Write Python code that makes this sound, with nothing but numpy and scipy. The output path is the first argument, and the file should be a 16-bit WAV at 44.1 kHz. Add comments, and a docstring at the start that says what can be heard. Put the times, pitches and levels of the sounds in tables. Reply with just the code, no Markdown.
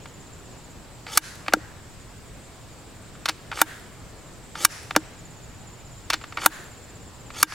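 """Forest clearing: a bolt-action rifle is cycled on a shooting bench while insects chirp in the grass.
The handle lifts, the bolt scrapes back to its stop, is shoved home and is locked down. Contacts are
noise bursts that ring the rifle's modes; slides are rubbing noise with a rising zip of ridges. Trees
scatter each clack into a late wash; breeze and chorus are shaped noise, insect songs are swept tones.
The recorder's limiter ducks on the loud blows, which still clip."""
import sys
import numpy as np
from scipy import signal
from scipy.fft import rfft, irfft, next_fast_len
from scipy.io import wavfile
from scipy.ndimage import uniform_filter1d, map_coordinates

SR = 44100
rng = np.random.default_rng(int(sys.argv[2]) if len(sys.argv) > 2 else 0)


def persist_wave(psi):
    """Save psi, clipped to +-1, as 16-bit WAV."""
    counts = np.round(np.clip(psi, -1, 1) * 32767).astype(np.int16)
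    wavfile.write(sys.argv[1], SR, np.atleast_2d(counts).T)


N = 332514  # samples

# In every contact table, treble is the gain of a shelf above about 4 kHz, set before the blow is levelled.
# bolt pulled back against its stop: (time [s], level [dB], chatter [s], treble [dB])
BACK_STOPS = [(3.6157, 24, 0.002, 0), (6.4607, 25.5, 0.0029, 0.5)]
# handle turned down into the stock: (time [s], level [dB], chatter [s], treble [dB])
LOCKINGS = [(1.536, 16, .0013, 3), (4.9631, 15.5, .0011, 3)]


def amp(db):
    """Level to amplitude: 20 dB is a factor of ten."""
    return 10 ** (np.asarray(db) / 20)


def unit(x):
    """Normalization: x at rms 1."""
    return x / np.sqrt(np.mean(x ** 2) + 1e-20)


def along(points, hz):
    """Interpolation of (frequency [Hz], value) points on a logarithmic frequency axis."""
    f, v = np.transpose(points)
    return np.interp(np.log(hz + 1), np.log(f + 1), v)


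def wobble(rate, size):
    """Band-limited fluctuation: a smooth random curve with rate knots a second."""
    knots = rng.standard_normal(int(size * rate / SR) + 4)
    return map_coordinates(knots, [np.arange(size) * rate / SR])


def add(track, s, sound):
    """Superposition: mix a sound into the track at time s [s]."""
    part = track[max(0, round(s * SR)):][:len(sound)]
    part += sound[:len(part)]


def filtered(x, response):
    """Linear filtering: the spectrum of x times a response of frequency."""
    n = x.shape[-1]
    padded = next_fast_len(n + SR // 10)
    return irfft(rfft(x, padded) * response(np.fft.rfftfreq(padded, 1 / SR)), padded)[..., :n]


def causal(gain):
    """Minimum phase: folding the cepstrum gives the causal response with this gain."""
    cepstrum = irfft(np.log(np.maximum(gain, 1e-6)))
    half = len(cepstrum) // 2
    cepstrum[1:half] *= 2
    cepstrum[half + 1:] = 0
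    return np.exp(rfft(cepstrum))


def rush(spectrum, patchy_db):
    """Partial coherence: patchy stereo noise of rms 1 whose channels differ more in the treble."""
    # likeness of left and right: (frequency [Hz], correlation)
    likeness = [(60, 0.77), (150, 0.76), (380, 0.69), (950, 0.75), (2380, 0.61), (5980, 0.34),
                (15000, 0.06)]
    z = signal.stft(rng.standard_normal((2, N)), nperseg=512)[2]
    patches = uniform_filter1d(rng.standard_normal(z.shape[1:]), size=5, axis=0)  # over frequency
    patches = uniform_filter1d(patches, size=14, axis=1)  # over time
    pair = signal.istft(z * amp(patchy_db * unit(patches)), nperseg=512)[1][:, :N]

    def mid_side(hz):
        angle = np.arccos(np.clip(along(likeness, hz), -1, 1)) / 2
        return amp(along(spectrum, hz)) * [np.cos(angle), np.sin(angle)]

    mid, side = filtered(pair, mid_side)
    return unit(np.array([mid + side, mid - side]))


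def breeze():
    """Broadband flow noise: leaves hiss steadily over a low outdoor rumble that swells and sinks."""
    # spectral shape of the air: (frequency [Hz], relative density [dB per Hz])
    leaves = [(20, -10), (45, -1.5), (70, -5), (110, -0.5), (200, -9), (400, -12.5), (800, -16.5),
              (1600, -21), (3200, -25.5), (5000, -27), (6000, -29.5), (10000, -35.5), (16000, -38.5)]
    # course of the rumble: (time [s], relative level [dB])
    rumble = [(0.0, -48.5), (1.44, -51), (1.57, -49.5), (4.82, -49), (5.04, -47.5), (7.3, -49.5)]
    rumble_db = np.interp(np.arange(N) / SR, *np.transpose(rumble))
    air = rush(leaves, patchy_db=1)
    low = filtered(air, lambda hz: 1 / (1 + (hz / 220) ** 4))
    return amp(-44.0) * (air - low) + amp(rumble_db + 2.0) * unit(low)


def insects(sweep_hz=650, bend_hz=280):
    """Stridulation: each wing stroke is an arch of pitch; far singers blur to a chorus of noise."""
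    # songs: (start [s], end [s], mean chirp rate [per s], nominal top pitch [Hz], level [dB])
    songs = [(0, 0.74, 16.7, 7290, -58), (.3, 1.5, 8.4, 7600, -67), (1.702, 5.3, 17.8, 8780, -67),
             (1.7, 7, 11.4, 7380, -63), (5.046, 8.7, 16.4, 7350, -56.5), (6.749, 7.35, 13, 8600, -76)]
    # spectral shape of the far chorus: (frequency [Hz], relative density [dB per Hz])
    chorus_shape = [(5500, -41), (6400, -11), (7100, -1), (7800, 1.5), (8300, -4.5), (9200, -19),
                    (11000, -56)]
    track = np.zeros(N)
    for start, end, rate, top_hz, db in songs:
        n = round((end - start) * SR)
        stroke = np.cumsum(rate * (1 + .025 * wobble(5, n))) / SR % 1  # position within the stroke, 0 to 1
        arch = 2 * (stroke - .4)
        pitch = top_hz - bend_hz * np.linspace(-1, 1, n) ** 2  # the song climbs to its middle, then sinks
        pitch = pitch - sweep_hz * 2 * arch ** 2 + 50 * wobble(700, n)
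        pressure = np.sin(np.pi * stroke) ** 2 * amp(-7 * abs(arch) + 2.5 * wobble(200, n))
        chirps = unit(pressure * np.sin(2 * np.pi * np.cumsum(pitch) / SR))
        add(track, start, amp(db) * chirps * signal.windows.tukey(n, .1))
    chorus = rush(chorus_shape, patchy_db=1)
    return track + amp(-57.5 + wobble(35, N)) * chorus


def forest(x, first_s=0.03, rise_s=0.042, t60=0.67, size=256):
    """Diffuse scattering: trunks and foliage return the energy late, as two unrelated channels."""
    # gain of the returned sound: (frequency [Hz], relative gain [dB])
    echo_colour = [(150, -24.5), (600, -7.5), (1100, -11), (1600, -1), (2500, -1.5), (5000, -4),
                   (9000, -8.5), (12000, -17), (15000, -14.5)]
    hz, t, z = signal.stft(x, SR, nperseg=size)
    late = np.maximum(t[t < 1] - first_s, 0)
    shape = ((1 - np.exp(-late / rise_s)) * amp(-60 * late / t60)) ** 2
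    power = uniform_filter1d(abs(z) ** 2, size=5, axis=0)
    power = signal.fftconvolve(power, shape[None] / shape.sum(), axes=1)[:, :len(t)]
    grain = signal.stft(rng.standard_normal((2, N)), nperseg=size)[2]
    wash = grain / grain.std() * np.sqrt(abs(power)) * amp(along(echo_colour, hz))[:, None]
    return signal.istft(wash, nperseg=size)[1][:, :N]


def rifle(hz, scatter_db=1.0):
    """Modal superposition: stock and receiver resonances, excited a little differently each time."""
    # stock and receiver modes: (frequency [Hz], width [Hz], mean level [dB])
    modes = [(238, 108, -0.5), (311.6, 22.4, 13), (547, 192, 4), (789, 79, 6.5), (916, 57, 4.5),
             (1182, 133, 4), (1398, 132, 4), (1603, 37, -3.5), (2310, 69, 5.5), (2900, 37, -2.5),
             (3600, 55, 7), (4390, 123, 7.5), (5420, 660, -3), (6340, 100, -1), (6690, 94, 7.5),
             (10030, 185, 13.5), (11780, 210, 14)]
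    response = 0
    for k, (centre, width, db) in enumerate(modes):
        gain = (-1) ** k * amp(db + scatter_db * rng.standard_normal())  # neighbours alternate in sign
        response = response + gain * 1j * hz * width / (centre ** 2 - hz ** 2 + 1j * hz * width)
    return response


def blows(table, tone, crack_t60, tail_db, tail_t60, ring_db, rise_db=-22, size=8192):
    """Impact excitation: a brief rise leads into a chattering crack of dense, short modes over the ring."""
    rise_s = .003  # short noise rise before the blow [s]
    track, t, hz = np.zeros(N), np.arange(size) / SR - rise_s, np.fft.rfftfreq(size, 1 / SR)
    dense = causal(hz ** 2 / (hz ** 2 + 1500 ** 2))  # modes crowd together only in the treble
    for s, db, chatter, treble_db in table:
        free = np.maximum(t - chatter, 0)  # time since the parts came to rest [s]
        decay = amp(-60 * free / crack_t60) + amp(tail_db - 60 * free / tail_t60)
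        rise = amp(rise_db + 20 * np.minimum(t, 0) / rise_s)
        crack = rfft(rng.standard_normal(size) * np.where(t < 0, rise, decay))
        crack /= np.sqrt(uniform_filter1d(abs(crack) ** 2, size=160))  # a sharp contact feeds every band alike
        ring = amp(ring_db) * rifle(hz) * np.exp(-2j * np.pi * hz * rise_s)
        shelf_db = treble_db / (1 + (4000 / (hz + 1)) ** 4)
        colour = causal(amp(along(tone, hz) + shelf_db))
        blow = irfft((crack * dense + ring) * colour)
        add(track, s - rise_s, amp(db) * blow / np.linalg.norm(blow))  # level sets the blow's energy
    return track


def rocking():
    """Soft impact: the stock rocks on its bipod, a contact with little treble."""
    # rocks: (time [s], level [dB], chatter [s], treble [dB])
    rocks = [(1.484, -12.5, .002, -5), (1.567, -5, 0.0067, 3), (4.972, -4, .003, 6), (7.432, 2, .001, 0)]
    # colour of the soft contact: (frequency [Hz], relative density [dB per Hz])
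    tone = [(100, -1), (230, -0.5), (320, -1), (480, -2), (1000, -48), (4000, -71)]
    return blows(rocks, tone, crack_t60=0.013, tail_db=-12, tail_t60=.05, ring_db=-5)


def click(s, db):
    """Contact duration: a firmer light click settles sooner; gives (s, dB, chatter s, treble dB)."""
    chatter_at_0_db_s, halving_db, treble_db = 0.0017, 7.5, -1
    return s, db, chatter_at_0_db_s * 2 ** (-db / halving_db), treble_db


def opening():
    """Successive impacts: the handle snaps up and rebounds, the cam slips, the bolt frees and rattles."""
    # handle lifted: (time [s], level [dB], time to the top of the cocking cam [s])
    lifts = [(3.2572, 4.5, 0.036), (6.102, 7.5, 0.037)]
    # bolt pulled free of its seat: (time [s], level [dB])
    pulls = [(3.5157, -4), (6.3724, 1.5)]
    lift_chatter_s, lift_treble_db = 0.0015, 15  # a short, bright snap
    rebound_s, rebound_db = 0.0045, -10  # the handle bounces once
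    cam_step_s, cam_chatter_s, cam_db, cam_treble_db = .0062, 0.0017, 5, 14
    cam_first_db = -11  # the first slip is weaker and duller by this
    drop_s, drop_db, drop_chatter_s, drop_treble_db = 0.0087, -4, 0.0086, -13  # onto the raceway
    rattle_lead_s, rattle_step_s, rattle_chatter_s = 0.011, 0.016, 0.0086
    rattle_db, rattle_grows_db, rattle_treble_db = -4, 1, -13  # last wobble; gain from one to the next; treble
    contacts = []
    for s, db, cam_s in lifts:
        contacts.append((s, db, lift_chatter_s, lift_treble_db))
        contacts.append((s + rebound_s, db + rebound_db, lift_chatter_s, lift_treble_db))
        for k, weak_db in enumerate([0, 0, cam_first_db]):  # three slips, counted back from the top
            slip_s = s + cam_s - k * cam_step_s
            contacts.append((slip_s, cam_db + weak_db, cam_chatter_s, cam_treble_db + weak_db))
    for s, db in pulls:
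        contacts.append(click(s, db))
        contacts.append((s + drop_s, drop_db, drop_chatter_s, drop_treble_db))
    for stop, *_ in BACK_STOPS:
        for k in range(3):  # wobbles of the drawn bolt, counted back from the stop
            wobble_s = stop - rattle_lead_s - k * rattle_step_s
            contacts.append((wobble_s, rattle_db - k * rattle_grows_db, rattle_chatter_s, rattle_treble_db))
    return contacts


def light_contacts():
    """Weak impacts of steel: opening strokes, single clicks and the handle grazing its notch."""
    # single light clicks (taps, the bolt nudged forward, its lugs touching): (time [s], level [dB])
    clicks = [(0.056, -14), (1.066, -10), (1.462, -13.5), (1.482, 3.5), (3.151, -21.5), (4.5538, -5.5),
              (4.9083, -.5), (6.2134, -16), (6.239, -9), (6.3232, -11), (7.3032, -12), (7.5214, -7.5)]
    # colour of a light contact: (frequency [Hz], relative density [dB per Hz])
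    tone = [(100, -25), (310, -7), (550, -5), (1000, 6), (1400, 7.5), (2350, 2.5), (5000, -10.5),
            (7000, -21.5), (12000, -35), (15500, -38)]
    graze_lead_s, graze_db, graze_chatter_s, graze_treble_db = .012, -4, 0.0033, -18
    grazes = [(s - graze_lead_s, graze_db, graze_chatter_s, graze_treble_db) for s, *_ in LOCKINGS]
    contacts = opening() + [click(s, db) for s, db in clicks] + grazes
    return blows(contacts, tone, crack_t60=0.016, tail_db=-14.0, tail_t60=0.079, ring_db=-4, rise_db=-6.5)


def slides(ring_db=-1, zip_db=-6, slow_hz=4500):
    """Sliding friction: the scrape brightens with speed; machining ridges add a zip of rising pitch."""
    # bolt sliding in its raceway: (start [s], end [s], nominal level at full speed [dB])
    strokes = [(1.068, 1.185, -32.5), (3.525, 3.615, -35), (4.549, 4.651, -32), (6.38, 6.468, -32),
               (7.333, 7.422, -33)]
    # colour of the scrape: (frequency [Hz], relative density [dB per Hz])
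    scrape_tone = [(300, -12.5), (700, -5.5), (1250, -5), (2000, -5), (3500, -3.5), (5000, -5.5),
                   (7000, -3.5), (9000, -6), (12000, -13), (15500, -22)]
    swell_db = 5  # gain from rest to full speed
    ridge_hz = 3840  # reference ridge rate: the zip sweeps from 0.6 to 1.09 times this
    rub_hz = 6500  # rubbing hardly rings the modes above this
    rise_s = 0.0058  # time constant of the hand getting the bolt moving

    def rubbing(hz):
        ring = amp(ring_db) * rifle(hz) / (1 + (hz / rub_hz) ** 4)
        return amp(along(scrape_tone, hz)) * (1j + ring)

    track = np.zeros(N)
    for start, end, db in strokes:
        n = round((end - start) * SR)
        speed = np.sin(np.linspace(0, np.pi / 2, n)) ** 2  # 0 at rest, 1 at full speed
        grit = rng.standard_normal(n) * amp(3 * wobble(900, n))
        scrape = unit(filtered(grit, rubbing))
        jitter = 1 + .022 * wobble(1200, n) + .04 * wobble(70, n)
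        phase = 2 * np.pi * np.cumsum(ridge_hz * (.6 + 0.49 * speed) * jitter) / SR
        ridges = .7 * np.sin(phase) + np.sin(2 * phase) + .25 * np.sin(3 * phase)
        ridges = ridges * amp(4 * wobble(250, n))
        fast = scrape + amp(zip_db) * unit(ridges)
        slow = filtered(fast, lambda hz: 1 / (1 + (hz / slow_hz) ** 2))
        grip_db = 1.2 * wobble(90, n)
        force = amp(db - swell_db * (1 - speed) + grip_db)
        rise = 1 - np.exp(-np.arange(n) / SR / rise_s)
        envelope = rise * force * signal.windows.tukey(n, .05)
        add(track, start, envelope * (speed * fast + (1 - speed) * slow))
    return track


def bolt_back():
    """Impact at a stop: the bolt, pulled back, excites the receiver and stock."""
    # colour of the stop: (frequency [Hz], relative density [dB per Hz])
    tone = [(100, -2), (310, -8.5), (500, -5), (800, 2.5), (1500, 7), (2100, -5), (5000, -13), (8000, -9),
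            (11000, -13), (15000, -11)]
    return blows(BACK_STOPS, tone, crack_t60=0.015, tail_db=-24.5, tail_t60=0.074, ring_db=-3.5)


def handle_locked():
    """Damped impact: the handle turned down into the stock gives a short crack with little ring."""
    # colour of the locking: (frequency [Hz], relative density [dB per Hz])
    tone = [(100, -24), (200, 6.5), (310, 1.5), (650, 4.5), (1000, 0.5), (1400, 9.5), (2400, -11),
            (6000, -15), (10000, -26), (15000, -29)]
    return blows(LOCKINGS, tone, crack_t60=0.0057, tail_db=-14, tail_t60=0.036, ring_db=-8.5, rise_db=-49)


def bolt_home():
    """Hard impact: the bolt shoved home gives the strongest broadband crack over the modes."""
    # bolt shoved home: (time [s], level [dB], chatter [s], treble [dB])
    shoves = [(1.1743, 25.5, .0045, -2.5), (4.6493, 26, 0.0038, -3.5), (7.4291, 28, 0.0032, -6)]
    # colour of the shove: (frequency [Hz], relative density [dB per Hz])
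    tone = [(100, -13), (310, -19.5), (600, -18.5), (900, -6.5), (1250, 4.5), (1900, -1.5), (3400, -8.5),
            (5600, 0), (8000, -5.5), (11000, -5), (15000, -13)]
    return blows(shoves, tone, crack_t60=0.0074, tail_db=-17.5, tail_t60=0.044, ring_db=-3.0)


def scene():
    """Superposition of direct and diffuse fields: the rifle straight ahead, the clearing all round."""
    gun = rocking() + light_contacts() + slides() + bolt_back() + handle_locked() + bolt_home()
    ahead, aside = forest(gun)
    echo = amp(-24.5) * ahead + amp(-30.5) * np.array([aside, -aside])
    # the two microphone ports differ more as the wavelength shrinks: (frequency [Hz], level [dB])
    port_difference = [(300, -26), (1500, -24), (5000, -16), (9000, -14), (13000, -9)]
    side = filtered(gun, lambda hz: 1j * amp(along(port_difference, hz)))
    return breeze() + insects() + echo + np.array([gun + side, gun - side])


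def record(dry, ceiling_db=3.0, release_db_per_s=130):
    """Gain reduction: a limiter ducks at once and recovers steadily; peaks still past 0.95 clip."""
    top_hz = 16100  # upper limit of the recorder's band
    over = np.maximum(20 * np.log10(np.abs(dry).max(axis=0) + 1e-9) - ceiling_db, 0)
    recovery = release_db_per_s * np.arange(N) / SR
    duck_db = uniform_filter1d(np.maximum.accumulate(over + recovery) - recovery, size=16)
    clipped = np.clip(dry * amp(-duck_db), -.95, .95)
    return filtered(clipped, lambda hz: 1 / (1 + (hz / top_hz) ** 80))


dry = scene()
out = record(dry)
persist_wave(out)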